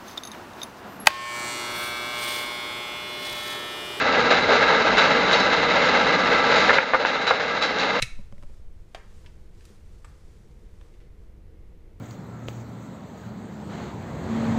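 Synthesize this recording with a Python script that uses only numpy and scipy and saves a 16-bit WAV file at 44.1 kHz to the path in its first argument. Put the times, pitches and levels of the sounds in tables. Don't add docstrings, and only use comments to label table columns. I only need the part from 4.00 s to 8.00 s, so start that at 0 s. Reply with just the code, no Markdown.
import sys
import numpy as np
from scipy import signal
from scipy.fft import rfft, irfft
from scipy.io import wavfile
from scipy.ndimage import uniform_filter1d, minimum_filter1d

SR = 44100
rng = np.random.default_rng(int(sys.argv[2]) if len(sys.argv) > 2 else 0)


def wrap_up_sound(samples):
    columns = np.atleast_2d(samples).T
    tamed = np.clip(columns, -1, 1)
    steps = np.round(tamed * 32767).astype(np.int16)
    wavfile.write(sys.argv[1], SR, steps)


N = 176400
T = np.arange(N) / SR
HZ = np.fft.rfftfreq(N, 1 / SR) + 1

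# frequency in Hz, relative level in dB.
BODY_SPECTRUM = [(210, -45), (350, -15.5), (389, -10.5), (426, -2.5), (486, -0.5), (658, -4.5), (703, -8.5),
                 (812, -2.5), (1100, -10.5), (1170, -9), (1290, -4), (1450, -6.5), (1610, -2.5),
                 (1860, -11.5), (2070, -3.5), (2390, -14.5), (2690, -10), (2950, -16), (3410, -17.5),
                 (3890, -10), (4260, -18), (4430, -18), (5690, -29), (6930, -32), (8120, -59),
                 (10600, -80.5), (17900, -120)]
# time in seconds, gain in dB.
ROCK_FEED = [(0, -1), (.27, -1), (.6, 0), (1.15, 0), (2.0, .3), (2.45, .3), (2.85, 1.5), (3.2, 1),
             (3.55, .5), (4, 1)]
# frequency in Hz, relative level in dB, t60 in seconds.
PLATE_MODES = [(1177, -6, .4), (1220, -5.5, .45), (1324, -1.5, .38), (1627, -5.5, .26), (2008, -3.5, .22),
               (2121, -8, .2), (3720, -10, .07), (3932, -5.5, .13), (4445, -21.5, .3), (5197, -25, .3),
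               (6283, -31, .35), (6692, -35, .25)]
# start in seconds, decay time in seconds, level in dB,
# brightness in dB per octave.
LOADS = [(.165, 0.042, -19.5, -8), (.303, 0.07, -16, 0), (.485, 0.085, -18.5, -5), (.516, 0.028, -18.5, 2),
         (.625, 0.029, -17, -1.5), (.684, 0.065, -17.5, -2.5), (0.848, 0.044, -21.5, -6),
         (.968, 0.092, -16, 1), (1.308, 0.088, -19, 2), (1.527, 0.028, -17, 0.5), (1.841, 0.061, -24.5, 4),
         (2.085, 0.045, -24, 0), (2.512, 0.11, -19, 0.5), (2.555, 0.17, -24.5, 4), (2.726, 0.037, -15, 0.5),
         (2.997, 0.025, -13.5, -1.5), (3.056, 0.032, -16, 2), (3.266, 0.053, -15.5, 2),
         (3.335, 0.042, -19, 0), (3.396, 0.029, -15, 0), (3.613, 0.054, -16, 3), (3.783, 0.055, -19, 4)]
# start in seconds, peak in dB, centre of the ring in Hz.
STONE_HITS = [(0.984, -11, 3700), (1.012, -21, 4480), (1.33, -10.5, 4600), (1.401, -16, 5460),
              (3.276, -12, 4240), (3.624, -11, 4600)]
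# start in seconds, gain in dB, pitch in Hz, width in octaves, t60 in seconds.
HARD_KNOCKS = [(2.6938, -6.5, 1600, 0.48, 0.05), (2.706, -9, 1400, 0.35, .04),
               (2.7843, -0.5, 1900, 0.51, 0.015), (2.9355, -2.5, 950, 0.78, 0.074),
               (2.9449, -5, 1100, .6, 0.037), (2.951, -7.5, 1300, 0.23, 0.046),
               (3.0505, -4, 1200, 0.93, .045), (3.3081, -0.5, 970, 0.72, 0.031)]
# frequency in Hz, relative level in dB, t60 in seconds.
KNOCK_RING = [(527, -12, 0.13), (913, -8, 0.027), (1384, -9.5, .08), (1615, -11.5, 0.089), (2130, -10, .06)]
# frequency in Hz, relative level in dB.
DIESEL_SPECTRUM = [(13, -47.5), (22, -27.5), (43, -15), (117, -10), (177, -2), (210, -2.5), (243, 0.5),
                   (322, -1.5), (350, -3.5), (372, -2), (400, -3.5), (520, -35.5), (880, -120)]
# frequency in Hz, level in dB.
ENGINE_TONES = [(52, -55.5), (92, -57.5), (192, -41), (239, -40.5), (268, -46.5), (318, -58.5), (476, -33),
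                (987, -38)]
# time in seconds, gain in dB.
DIESEL_LEVEL = [(0, 0.5), (2.6, 0.5), (2.95, -1), (4, -0.5)]


def crusher(shake_hz=16, shake_db=1.55, surge_db=0.88, churn_db=-20.5, rattle_db=-26.5, plates_db=-27.5):
    shake = np.sin(2 * np.pi * np.cumsum(shake_hz * (1 + .05 * drift(2))) / SR)
    feed = amp(shake_db * shake + surge_db * drift(8.3)) * gain_curve(ROCK_FEED)
    churn = amp(churn_db) * rng.standard_normal(N)
    rattle = amp(rattle_db) * unit(impacts(per_s=700, spread_db=2.5))
    rock = churn + rattle
    body = np.std(rock) * unit(colour(rock * feed, body_db()))
    plates = signal.fftconvolve(impacts(per_s=300, spread_db=3.8), ring(PLATE_MODES))[:N]
    return body + amp(plates_db) * unit(plates)


def body_db(low_cut_hz=372):
    return spectrum_db(BODY_SPECTRUM) - 10 * np.log10(1 + (low_cut_hz / HZ) ** 10)


def crunches(rise_s=0.0039, pivot_hz=1500):
    out, body = np.zeros(N), body_db()
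    grit = impacts(per_s=3000, spread_db=3.5)
    t = T[:SR // 3]
    for start, decay_s, db, brightness in LOADS:
        swell = np.minimum(t / rise_s, 1) * np.exp(-(t / decay_s) ** 2)
        grains = np.roll(grit, rng.integers(N))[:len(t)]
        crunch = swell * colour(grains, body + brightness * np.log2(HZ / pivot_hz))
        add(out, start, amp(db) * crunch * np.linalg.norm(swell) / np.linalg.norm(crunch))
    return out


def clangs(focus_db=16.5, skitter_s=0.0067):
    out, t = np.zeros(N), T[:2000]
    for start, peak_db, centre_hz in STONE_HITS:
        modes = [(hz, db - focus_db * np.log2(hz / centre_hz) ** 2, t60) for hz, db, t60 in PLATE_MODES]
        contacts = 0.27 * impacts(per_s=500, spread_db=1.1)[:len(t)] * np.exp(-t / skitter_s)
        contacts[0] = 1
        clang = signal.fftconvolve(ring(modes, db_per_octave=3), contacts)
        add(out, start, amp(peak_db) * clang / abs(clang).max())
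    return out


def knocks(top_hz=3340, size=9000, onset_samples=220):
    out, t = np.zeros(N), T[:size]
    for start, db, hz, octaves, t60 in HARD_KNOCKS:
        clatter = rng.standard_normal(size) * (decay(t, t60) + amp(-26) * np.exp(-t / 0.019))
        clatter[0] = -19
        blow = colour(clatter, -14 * np.log10(1 + (np.log2(HZ / hz) / octaves) ** 4))
        blow /= np.std(blow[:onset_samples])
        add(out, start, amp(db) * (blow + ring(KNOCK_RING, size=size)))
    return colour(out, -10 * np.log10(1 + (HZ / top_hz) ** 10))


def diesels(rumble_db=-32.5, top_hz=371, wander=0.00579):
    shape_db = spectrum_db(DIESEL_SPECTRUM) - 10 * np.log10(1 + (HZ / top_hz) ** 20)
    rumble = amp(rumble_db) * unit(colour(rng.standard_normal(N), shape_db))
    hum = np.zeros(N)
    for hz, db in ENGINE_TONES:
        level = amp(db + 2.5 * drift(12))
        pitch_hz = hz * (1 + wander * drift(9))
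        hum += level * np.sin(2 * np.pi * np.cumsum(pitch_hz) / SR)
    return (rumble + hum) * gain_curve(DIESEL_LEVEL)


def pit_echoes(x, delay_s=.008, t60=0.18):
    t = T[:SR // 2]
    reflections = rng.standard_normal(len(t)) * (rng.random(len(t)) < .05)
    tail = reflections * (t > delay_s) * decay(t, t60)
    return signal.fftconvolve(x, tail / np.linalg.norm(tail))[:N]


def impacts(per_s, spread_db):
    strength = amp(spread_db * np.minimum(rng.exponential(1, N), 4))
    return strength * rng.choice([-1, 1], N) * (rng.random(N) < per_s / SR)


def ring(modes, db_per_octave=0, size=30000):
    out, t = np.zeros(size), T[:size]
    for hz, db, t60 in modes:
        level = amp(db + db_per_octave * np.log2(hz / modes[0][0]))
        out += level * decay(t, t60) * np.sin(2 * np.pi * hz * t)
    return out


def decay(t, t60):
    return np.exp(-np.log(1000) * t / t60)


def drift(rate_hz):
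    return unit(irfft(rfft(rng.standard_normal(N)) / (1 + (HZ / rate_hz) ** 4), N))


def colour(x, db, size=4096):
    cepstrum = irfft(np.log(amp(np.maximum(db - db.max(), -90))), N)
    cepstrum[1:N // 2] *= 2
    cepstrum[N // 2:] = 0
    response = irfft(np.exp(rfft(cepstrum)), N)[:size]
    return signal.fftconvolve(x, response)[:len(x)]


def spectrum_db(points):
    hz, db = np.transpose(points)
    return np.interp(np.log(HZ), np.log(hz), db)


def gain_curve(points):
    return amp(np.interp(T, *np.transpose(points)))


def amp(db):
    return 10 ** (np.asarray(db) / 20)


def unit(x):
    return x / np.sqrt(np.mean(x ** 2) + 1e-20)


def add(mix, start_s, sound):
    part = mix[round(start_s * SR):][:len(sound)]
    part += sound[:len(part)]


def scene(rock_echo_db=-10, knock_echo_db=-14):
    rock, blows = crunches() + clangs(), knocks()
    machinery = diesels() + crusher()
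    echoes = pit_echoes(amp(rock_echo_db) * rock + amp(knock_echo_db) * blows)
    return (machinery + rock + blows + echoes)[None]


def record(dry, threshold_db=-8.5, attack_s=0.027, recover_db_per_s=6.5, ceiling=.68, top_hz=8500):
    power_db = 10 * np.log10(abs(uniform_filter1d(dry[0] ** 2, size=220)) + 1e-12)
    recovery_db = recover_db_per_s * T
    held_db = np.maximum.accumulate(power_db + recovery_db) - recovery_db
    over_db = np.maximum(held_db - threshold_db, 0)
    pole = np.exp(-1 / (attack_s * SR))
    ducked = dry * amp(-signal.lfilter([1 - pole], [1, -pole], over_db))
    peak_gain = ceiling / np.maximum(abs(ducked), ceiling)
    limited = ducked * uniform_filter1d(minimum_filter1d(peak_gain, size=45), size=45)
    lowpass = signal.firwin(161, top_hz, window=("kaiser", 9), fs=SR)
    return signal.oaconvolve(limited, lowpass[None], "same")


dry = scene()
out = record(dry)
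wrap_up_sound(out)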